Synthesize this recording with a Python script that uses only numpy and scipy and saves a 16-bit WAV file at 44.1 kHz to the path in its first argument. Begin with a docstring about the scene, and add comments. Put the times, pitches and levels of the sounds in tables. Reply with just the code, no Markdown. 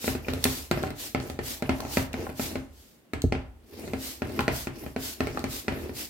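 """Oil filter cutter on a workbench

Close up in a small workshop, on a stereo pair: a gloved hand turns a steel oil filter against a
cutter's wheel. Each twist rolls the can with a gritty rumble and rocks the cutter's base, which knocks
on the bench. Between twists the glove hisses back over the can. Loose steel ticks, the can clacks
against the rollers, the wheel squeaks, and once the heel of the hand lands with a soft thud."""
import sys
import numpy as np
from scipy import signal
from scipy.io import wavfile

SR = 44100
rng = np.random.default_rng(int(sys.argv[2]) if len(sys.argv) > 2 else 0)


def transcribe(signal):
    """Save signal, clipped to [-1, 1], as a 16-bit WAV file at the path in sys.argv[1]."""
    frames = np.atleast_2d(signal).T
    limited = np.clip(frames, -1, 1)
    pcm = np.round(limited * 32767).astype(np.int16)
    wavfile.write(sys.argv[1], SR, pcm)


N = 268569


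def from_db(db):
    return 10 ** (np.asarray(db) / 20)


def rms_one(x):
    return x / np.sqrt(np.mean(x ** 2) + 1e-20)


def delayed(x, seconds):
    return np.roll(x, round(seconds * SR))


def at_hz(points, hz):
    """The columns of a table, read at one frequency."""
    freqs, *columns = np.transpose(points)
    return [np.interp(np.log(hz), np.log(freqs), c) for c in columns]


def butter(x, hz, kind, order=2):
    sos = signal.butter(order, np.minimum(hz, .48 * SR), kind, fs=SR, output="sos")
    return signal.sosfilt(sos, x + 1e-18)


def drift(per_s):
    """A random wander: straight lines between knots of spread 1."""
    knots = rng.standard_normal(4096)
    return np.interp(np.arange(N) / SR * per_s, np.arange(len(knots)), knots)


def swell(top_s, rise_s, fall_s):
    """One stroke speeding up and slowing down: a lopsided bell of height 1."""
    grid = np.arange(0, N, 32)
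    t = grid / SR - top_s
    bell = np.exp(-.5 * (t / np.where(t < 0, rise_s, fall_s)) ** 2)
    return np.interp(np.arange(N), grid, bell)


def ring(hz, db, t60, apart_hz=700, contact_cycles=0.12):
    """One blow on a set of modes; the higher a mode, the more its phase differs left to right."""
    t = np.arange(int(min(t60.max(), .18) * SR))[:, None] / SR
    build_up = 1 - np.exp(-t * hz / contact_cycles)   # the contact lasts part of a cycle
    envelope = from_db(db - 60 * t / t60) * build_up
    phase = (-1) ** np.arange(len(hz)) * hz / (hz + apart_hz)
    return np.array([-(envelope * np.sin(2 * np.pi * hz * t + side * phase)).sum(1) for side in (1, -1)])


def strike(times, strengths_db, modes, detune=0.04):
    """Blows (rows) on modes (columns); the hand's changing grip shifts the modes from blow to blow."""
    hz, db, t60 = np.transpose(modes)
    shifts = np.exp(detune * rng.standard_normal(strengths_db.shape))
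    out = np.zeros((2, N + SR))
    for start_s, strength, shift in zip(times, strengths_db, shifts):
        blow = ring(hz * shift, db + strength, t60)
        at = round(start_s * SR)
        out[:, at:at + blow.shape[1]] += blow
    return out[:, :N]


def cracks(times, db, decay_s):
    """Short bursts of noise as two rough faces meet."""
    impulses = np.zeros(N)
    impulses[np.round(times * SR).astype(int)] = from_db(db)
    envelope = signal.lfilter([1], [1, -np.exp(-1 / (decay_s * SR))], impulses + 1e-18)
    return envelope * rng.standard_normal((2, N))


# How alike diffuse sound is at the two microphones: freq_hz, correlation
MIC_LIKENESS = [(60, 0.97), (150, 0.89), (300, 0.37), (640, 0.67), (1400, 0.028), (3000, 0), (16000, 0.047)]
def diffuse_bands(size):
    """Third-octave bands of stereo noise, alike in the bass and unrelated in the treble: (hz, noise)."""
    edges = 28 * 2 ** (np.arange(29) / 3)
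    white = rng.standard_normal((2, 2, size + 4000))   # extra samples let the filters settle
    for k, band in enumerate(zip(edges, edges[1:])):
        hz = np.sqrt(band[0] * band[1])
        mid, side = butter(white[k % 2], band, "band")[:, -size:]
        alike = at_hz(MIC_LIKENESS, hz)[0]
        yield hz, np.sqrt((1 + alike) / 2) * mid + np.sqrt((1 - alike) / 2) * side * [[1], [-1]]


def coloured(spectrum, flicker_db=0, flicker_per_s=30):
    """Diffuse noise of a given colour and rms 1; each band can flicker by itself."""
    noise = 0
    for hz, band in diffuse_bands(N):
        flicker = flicker_db * drift(flicker_per_s) if flicker_db else 0
        noise = noise + from_db(at_hz(spectrum, hz)[0] + flicker) * band
    return rms_one(noise)


# Room tone, all around the microphones: freq_hz, density_db
AIR_COLOUR = [(30, -24), (60, -21), (120, -13), (250, -7), (500, -15.5), (1000, -25), (2400, -26.5),
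              (5000, -36), (16000, -36.5)]
def room_tone(level_db=-60):
    """The workshop's faint, steady, low rush."""
    return from_db(level_db) * coloured(AIR_COLOUR)


# The small workshop, heard from the bench: freq_hz, level_db, t60_s
ROOM_DECAY = [(59.7, 5.5, 0.71), (134, 5, 0.41), (244, -3.5, 0.36), (515, -3, 0.39), (1120, -4.5, 0.59),
              (2310, -5, 0.36), (4900, -2, 0.36), (8900, 2, 0.36), (15600, -4, 0.24)]
def reflections(x, wet_db=-33, build_s=0.0047, early_db=4, early_s=0.013):
    """Dense early reflections off the bench and body, then a tail that dies band by band."""
    t = np.arange(SR // 2) / SR
    tail = 0
    for hz, band in diffuse_bands(len(t)):
        db, t60 = at_hz(ROOM_DECAY, hz)
        tail = tail + band * from_db(db - 60 * t / t60)
    early_lift = 1 + from_db(early_db) * np.exp(-t / early_s)
    response = tail * (1 - np.exp(-t / build_s)) * early_lift
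    return from_db(wet_db) * signal.fftconvolve(x[None], response, axes=1)[:, :N]


# Small squeaks where the wheel meets the can: peak_s, level_db
WHEEL_SQUEAKS = [(0.249, -41), (1.66, -43), (2.132, -37)]
def squeaks(hz=2550, width=0.082, rise_s=0.0017, fall_s=0.0044):
    """The wheel sticks for an instant and sets a narrow resonance of the can's wall chirping."""
    chirp = rms_one(butter(rng.standard_normal((2, N)), [hz / (1 + width), hz * (1 + width)], "band"))
    return chirp * sum(from_db(db) * swell(peak_s, rise_s, fall_s) for peak_s, db in WHEEL_SQUEAKS)


# Hiss of rubber on the can: freq_hz, density_db
GLOVE_COLOUR = [(300, -49), (1000, -12.5), (1900, -4), (3000, -2), (4200, 0.5), (4650, 3.5), (5400, -2.5),
                (7200, -1.5), (8200, -2.5), (9600, -7), (12000, 1), (15500, -8)]
# The glove sliding back, close and dry: top_speed_s, slowing_s, level_db
GLOVE_SLIDES = [(0.064, 0.058, -31.5), (0.507, 0.092, -33), (1.028, 0.057, -34.5), (1.49, 0.056, -32.5),
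                (1.95, 0.058, -32), (2.428, .055, -32), (2.809, 0.11, -55), (4.058, 0.07, -34.5),
                (4.572, 0.053, -33), (5.058, 0.063, -33), (5.544, 0.058, -34), (5.998, 0.051, -33.5)]
def glove(hiss_db=-2.0, flutter_db=0.94, drag_db=-10, echo_db=-15, echo_s=0.00072, travel=0.284,
          rise_share=0.59):
    """Thin rubber slips over painted steel and drags the can; a reflection off the bench, its path changing as
    the hand moves, echoes the hiss."""
    speed = sum(from_db(db) * swell(top_s, rise_share * fall_s, fall_s)
                for top_s, fall_s, db in GLOVE_SLIDES)
    hiss = coloured(GLOVE_COLOUR)
    n = np.arange(N)
    lag = echo_s * SR * np.exp(travel * drift(5))
    bench_echo = from_db(echo_db) * np.array([np.interp(n - lag, n, side) for side in hiss])
    hiss_gain = from_db(hiss_db + flutter_db * drift(110))
    drag = from_db(drag_db) * coloured(GRIT_COLOUR)
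    return speed * (hiss_gain * (hiss + bench_echo) + drag)


# Modes of the hollow can: pitch_hz, level_db, t60_s
CAN_MODES = [(536, -2, 0.044), (616, -15, 0.029), (806, 4.5, 0.037), (974, -7, 0.043), (1052, 4, 0.031),
             (1345, 9, 0.019), (1690, 0.5, 0.009)]
# The can dropping in the cutter: start_s, level_db
CAN_DROPS = [(0.8366, -32.5), (1.803, -37.5), (2.268, -37.5), (4.3915, -26.5), (4.409, -32),
             (5.3732, -30.5)]
def clacks(scatter_db=2):
    """The hollow can jumps in its seat and drops against the rollers."""
    times, db = np.transpose(CAN_DROPS)
    scatter = scatter_db * rng.standard_normal((len(times), len(CAN_MODES)))
    return strike(times, db[:, None] + scatter, CAN_MODES)


# Modes of the small steel parts: pitch_hz, level_db, t60_s
STEEL_MODES = [(3530, 9, 0.0028), (4130, 14.5, 0.0039), (5540, 7, 0.003), (6300, 0.5, 0.0075),
               (7480, 5, 0.0041), (12900, 8.5, 0.002), (14100, 0, 0.0015), (15000, -3, 0.0027)]
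# Metal ticking on metal, near the microphones: start_s, level_db
LOOSE_TICKS = [(.336, -26.5), (.427, -36), (0.4408, -15.5), (0.4419, -13.5), (.83, -32), (1.201, -35),
               (1.299, -33), (1.805, -29), (2.131, -32), (3.2194, -26.5), (4.407, -28), (5.393, -33.5)]
def ticks(ring_db=-9, scatter_db=1.5, crack_db=-2, crack_s=0.0019, jolt_db=-18, jolt_scatter_db=4.3):
    """Loose steel ticks by itself and when a knock jolts it: a short crack and a brief ring."""
    jolts = [(s, db + jolt_db + jolt_scatter_db * rng.standard_normal()) for s, db in BASE_KNOCKS]
    times, db = np.vstack([LOOSE_TICKS, jolts]).T
    scatter = scatter_db * rng.standard_normal((len(times), len(STEEL_MODES)))
    rings = strike(times, db[:, None] + ring_db + scatter, STEEL_MODES)
    return rings + butter(cracks(times, db + crack_db, crack_s), 1300, "high")


# Gritty rumble through the bench: freq_hz, density_db
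GRIT_COLOUR = [(35, -18), (65, 0), (100, -7.5), (190, -19), (260, 1), (400, -7.5), (600, -11.5), (900, -17),
               (1400, -21.5), (2400, -18.5), (5000, -45)]
# Steel scraping at the wheel: freq_hz, density_db
SCRAPE_COLOUR = [(500, -7), (1400, -30), (2400, -4), (3400, -5), (4700, 0), (7000, -5.5), (9500, -9),
                 (12500, -2.5), (16000, -10)]
# Twists of the can, close up: top_speed_s, slowing_s, effort_db, pitch_hz
CAN_TWISTS = [(0.319, 0.07, -42, 416), (.815, 0.051, -37.5, 342), (1.261, 0.075, -47.5, 396),
              (1.81, 0.14, -44.5, 780), (2.22, 0.053, -38, 422), (2.5, 0.075, -43.5, 280),
              (3.84, 0.086, -43.5, 338), (4.351, 0.079, -40, 307), (4.821, 0.065, -45.5, 320),
              (5.32, 0.084, -41.5, 328), (5.79, 0.083, -40.5, 325)]
def rolling(burrs_per_s=600, size_db=3.0, judder_db=3, grind_db=-2, grit_db=-2, rasp_db=2.5, width=0.25,
            scrape_db=-50, scrape_follows=0.26):
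    """The wheel rides over burrs in its groove: the can grinds, the bench rumbles, the steel scrapes."""
    sizes = from_db(size_db * np.minimum(rng.exponential(1, N), 4)) * rng.choice([-1, 1], N)
    burrs = sizes * (rng.random(N) < burrs_per_s / SR)
    usual_db = np.array(CAN_TWISTS)[:, 2].mean()
    grind = push = rub = 0
    for top_s, fall_s, effort_db, hz in CAN_TWISTS:
        speed = swell(top_s, fall_s, fall_s)
        resonance = rms_one(butter(burrs, [hz / (1 + width), hz * (1 + width)], "band"))
        grind = grind + speed * from_db(effort_db) * resonance
        push = push + speed * from_db(effort_db)
        rub = rub + speed * from_db(scrape_db + scrape_follows * (effort_db - usual_db))
    rumble = from_db(grind_db) * grind + from_db(grit_db) * push * coloured(GRIT_COLOUR)
    scrape = rub * from_db(rasp_db * drift(300)) * coloured(SCRAPE_COLOUR, flicker_db=3.5)
    return rumble * from_db(judder_db * drift(45)) + scrape


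# Modes of cutter and bench together, for the thud and the knocks: pitch_hz, level_db, t60_s
BENCH_MODES = [(61, -8, 0.093), (74.8, -5.5, 0.17), (105, -8, 0.12), (138, -14, 0.15), (156.7, -7, 0.088),
               (197, -23, 0.013), (255, -3.5, 0.074), (273, -2, 0.2), (350, -4, 0.075), (408, -2.5, 0.058),
               (414, 4, 0.027), (574.4, 7.5, 0.022), (709, 2, 0.025), (811, -17, 0.085), (967, -9.5, 0.06),
               (1280, -22, 0.082), (1363, 3, 0.016), (1712, -4.5, 0.045), (2005, 2, 0.012),
               (2154, -11, 0.035), (2382, 0.5, 0.017), (2580, -11, 0.017), (4110, -2, 0.0061),
               (4830, -28, 0.0038), (7000, -34.5, 0.013)]
def thud(start_s=3.24, level_db=-7, softness_db_per_octave=5.0, damped_t60_s=0.082, soft_hz=520,
         count=13):
    """The heel of the hand lands softly on the cutter: it sways and damps the bench's low modes."""
    pivot_hz = BENCH_MODES[1][0]
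    modes = [(hz, db - softness_db_per_octave * np.log2(hz / pivot_hz), min(t60, damped_t60_s))
             for hz, db, t60 in BENCH_MODES[:count]]
    sway = strike([start_s], np.full((1, count), level_db), modes)
    return butter(sway, soft_hz, "low", order=4)


def wobbles(per_twist=2, above_effort_db=6.5, spread_s=.04):
    """The base stirs in faint knocks around each twist's top speed: (start_s, level_db)."""
    top_s, _, effort_db, _ = np.repeat(CAN_TWISTS, per_twist, axis=0).T
    times = np.clip(top_s + spread_s * rng.standard_normal(len(top_s)), 0, (N - 1) / SR)
    return np.transpose([times, effort_db + above_effort_db])


def second_feet(lag_s=0.00402, gain_db=-11):
    """The base never lands flat, so its other foot follows each knock: (start_s, level_db)."""
    return [(s + lag_s * rng.uniform(0.502, 2), db + gain_db) for s, db in BASE_KNOCKS]


# The cutter's base landing on the bench, right by the microphones: start_s, level_db
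BASE_KNOCKS = [(.043, -27.5), (0.0791, -18.5), (.151, -26.5), (0.2842, -20.5), (.335, -27), (0.4539, -17),
               (.7128, -16), (.7743, -26.5), (.836, -26), (.905, -31), (1.1478, -18), (1.201, -31),
               (1.2996, -28.5), (1.39, -23.5), (1.6233, -22.5), (1.6935, -17.5), (1.851, -29),
               (1.9714, -15.5), (2.141, -24.5), (2.396, -22.5), (2.556, -24), (3.135, -21.5),
               (3.3235, -19.5), (3.351, -29), (3.877, -31), (3.9348, -23.5), (4.2199, -22), (4.3919, -18.5),
               (4.4803, -16), (4.6711, -23), (4.8634, -29), (4.963, -24), (5.2055, -18), (5.271, -25.5),
               (5.3745, -27), (5.441, -22), (5.6817, -18.5), (5.7235, -28.5), (5.894, -30)]
def knocks(body_db=-7, thump_db=-2.44, hard_db=-1, scatter_db=2.13, usual_db=-24.5, hardening=0.43,
           rattle_db=-10.5, rattle_s=0.04, rattle_hz=2700, snap_db=-10, snap_hz=5000,
           bounce_s=.038, bounce_db=-9, bounce_hz=400):
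    """The bench thumps and the plate rings; the base snaps, rattles and settles with a soft bounce."""
    times, db = np.vstack([BASE_KNOCKS, second_feet(), wobbles()]).T
    hardness_db = hardening * (db - usual_db)   # stronger blows are brighter
    hz = np.array(BENCH_MODES)[:, 0]
    low_share = np.clip(np.log2(200 / hz), 0, 1)
    high_share = np.clip(np.log2(hz / 480), 0, 1)
    strengths = db[:, None] + thump_db * low_share + np.outer(hardness_db + hard_db, high_share)
    body = strike(times, strengths + scatter_db * rng.standard_normal(strengths.shape), BENCH_MODES)
    rattle = cracks(times, db + hardness_db + rattle_db, rattle_s)
    rattle = butter(butter(rattle, rattle_hz, "low", order=4), 330, "high")
    snap = butter(cracks(times, db + hardness_db + snap_db, decay_s=0.0031), snap_hz, "low")
    bounce = delayed(body.mean(0), bounce_s)
    bounce = butter(butter(bounce, bounce_hz, "low"), 233, "high")
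    return from_db(body_db) * (body + from_db(bounce_db) * bounce) + rattle + snap


def scene(thud_room_db=-7, left_lag_s=.00009):
    """The cutter stands close, a little nearer the right microphone; the thud stirs the room less."""
    cutter = knocks() + clacks() + ticks() + rolling() + squeaks()
    hand = thud()
    left, right = cutter + hand
    direct = np.array([delayed(left, left_lag_s), right])
    room = reflections((cutter + from_db(thud_room_db) * hand).mean(0))
    return direct + room + glove() + room_tone()


def record(dry, low_cut_hz=52.0, high_cut_hz=16000):
    """The microphones lose the deepest bass; the top is cut steeply."""
    thin = butter(dry, low_cut_hz, "high", order=4)
    return signal.sosfilt(signal.ellip(10, .2, 70, high_cut_hz, fs=SR, output="sos"), thin)


dry = scene()
out = record(dry)
transcribe(out)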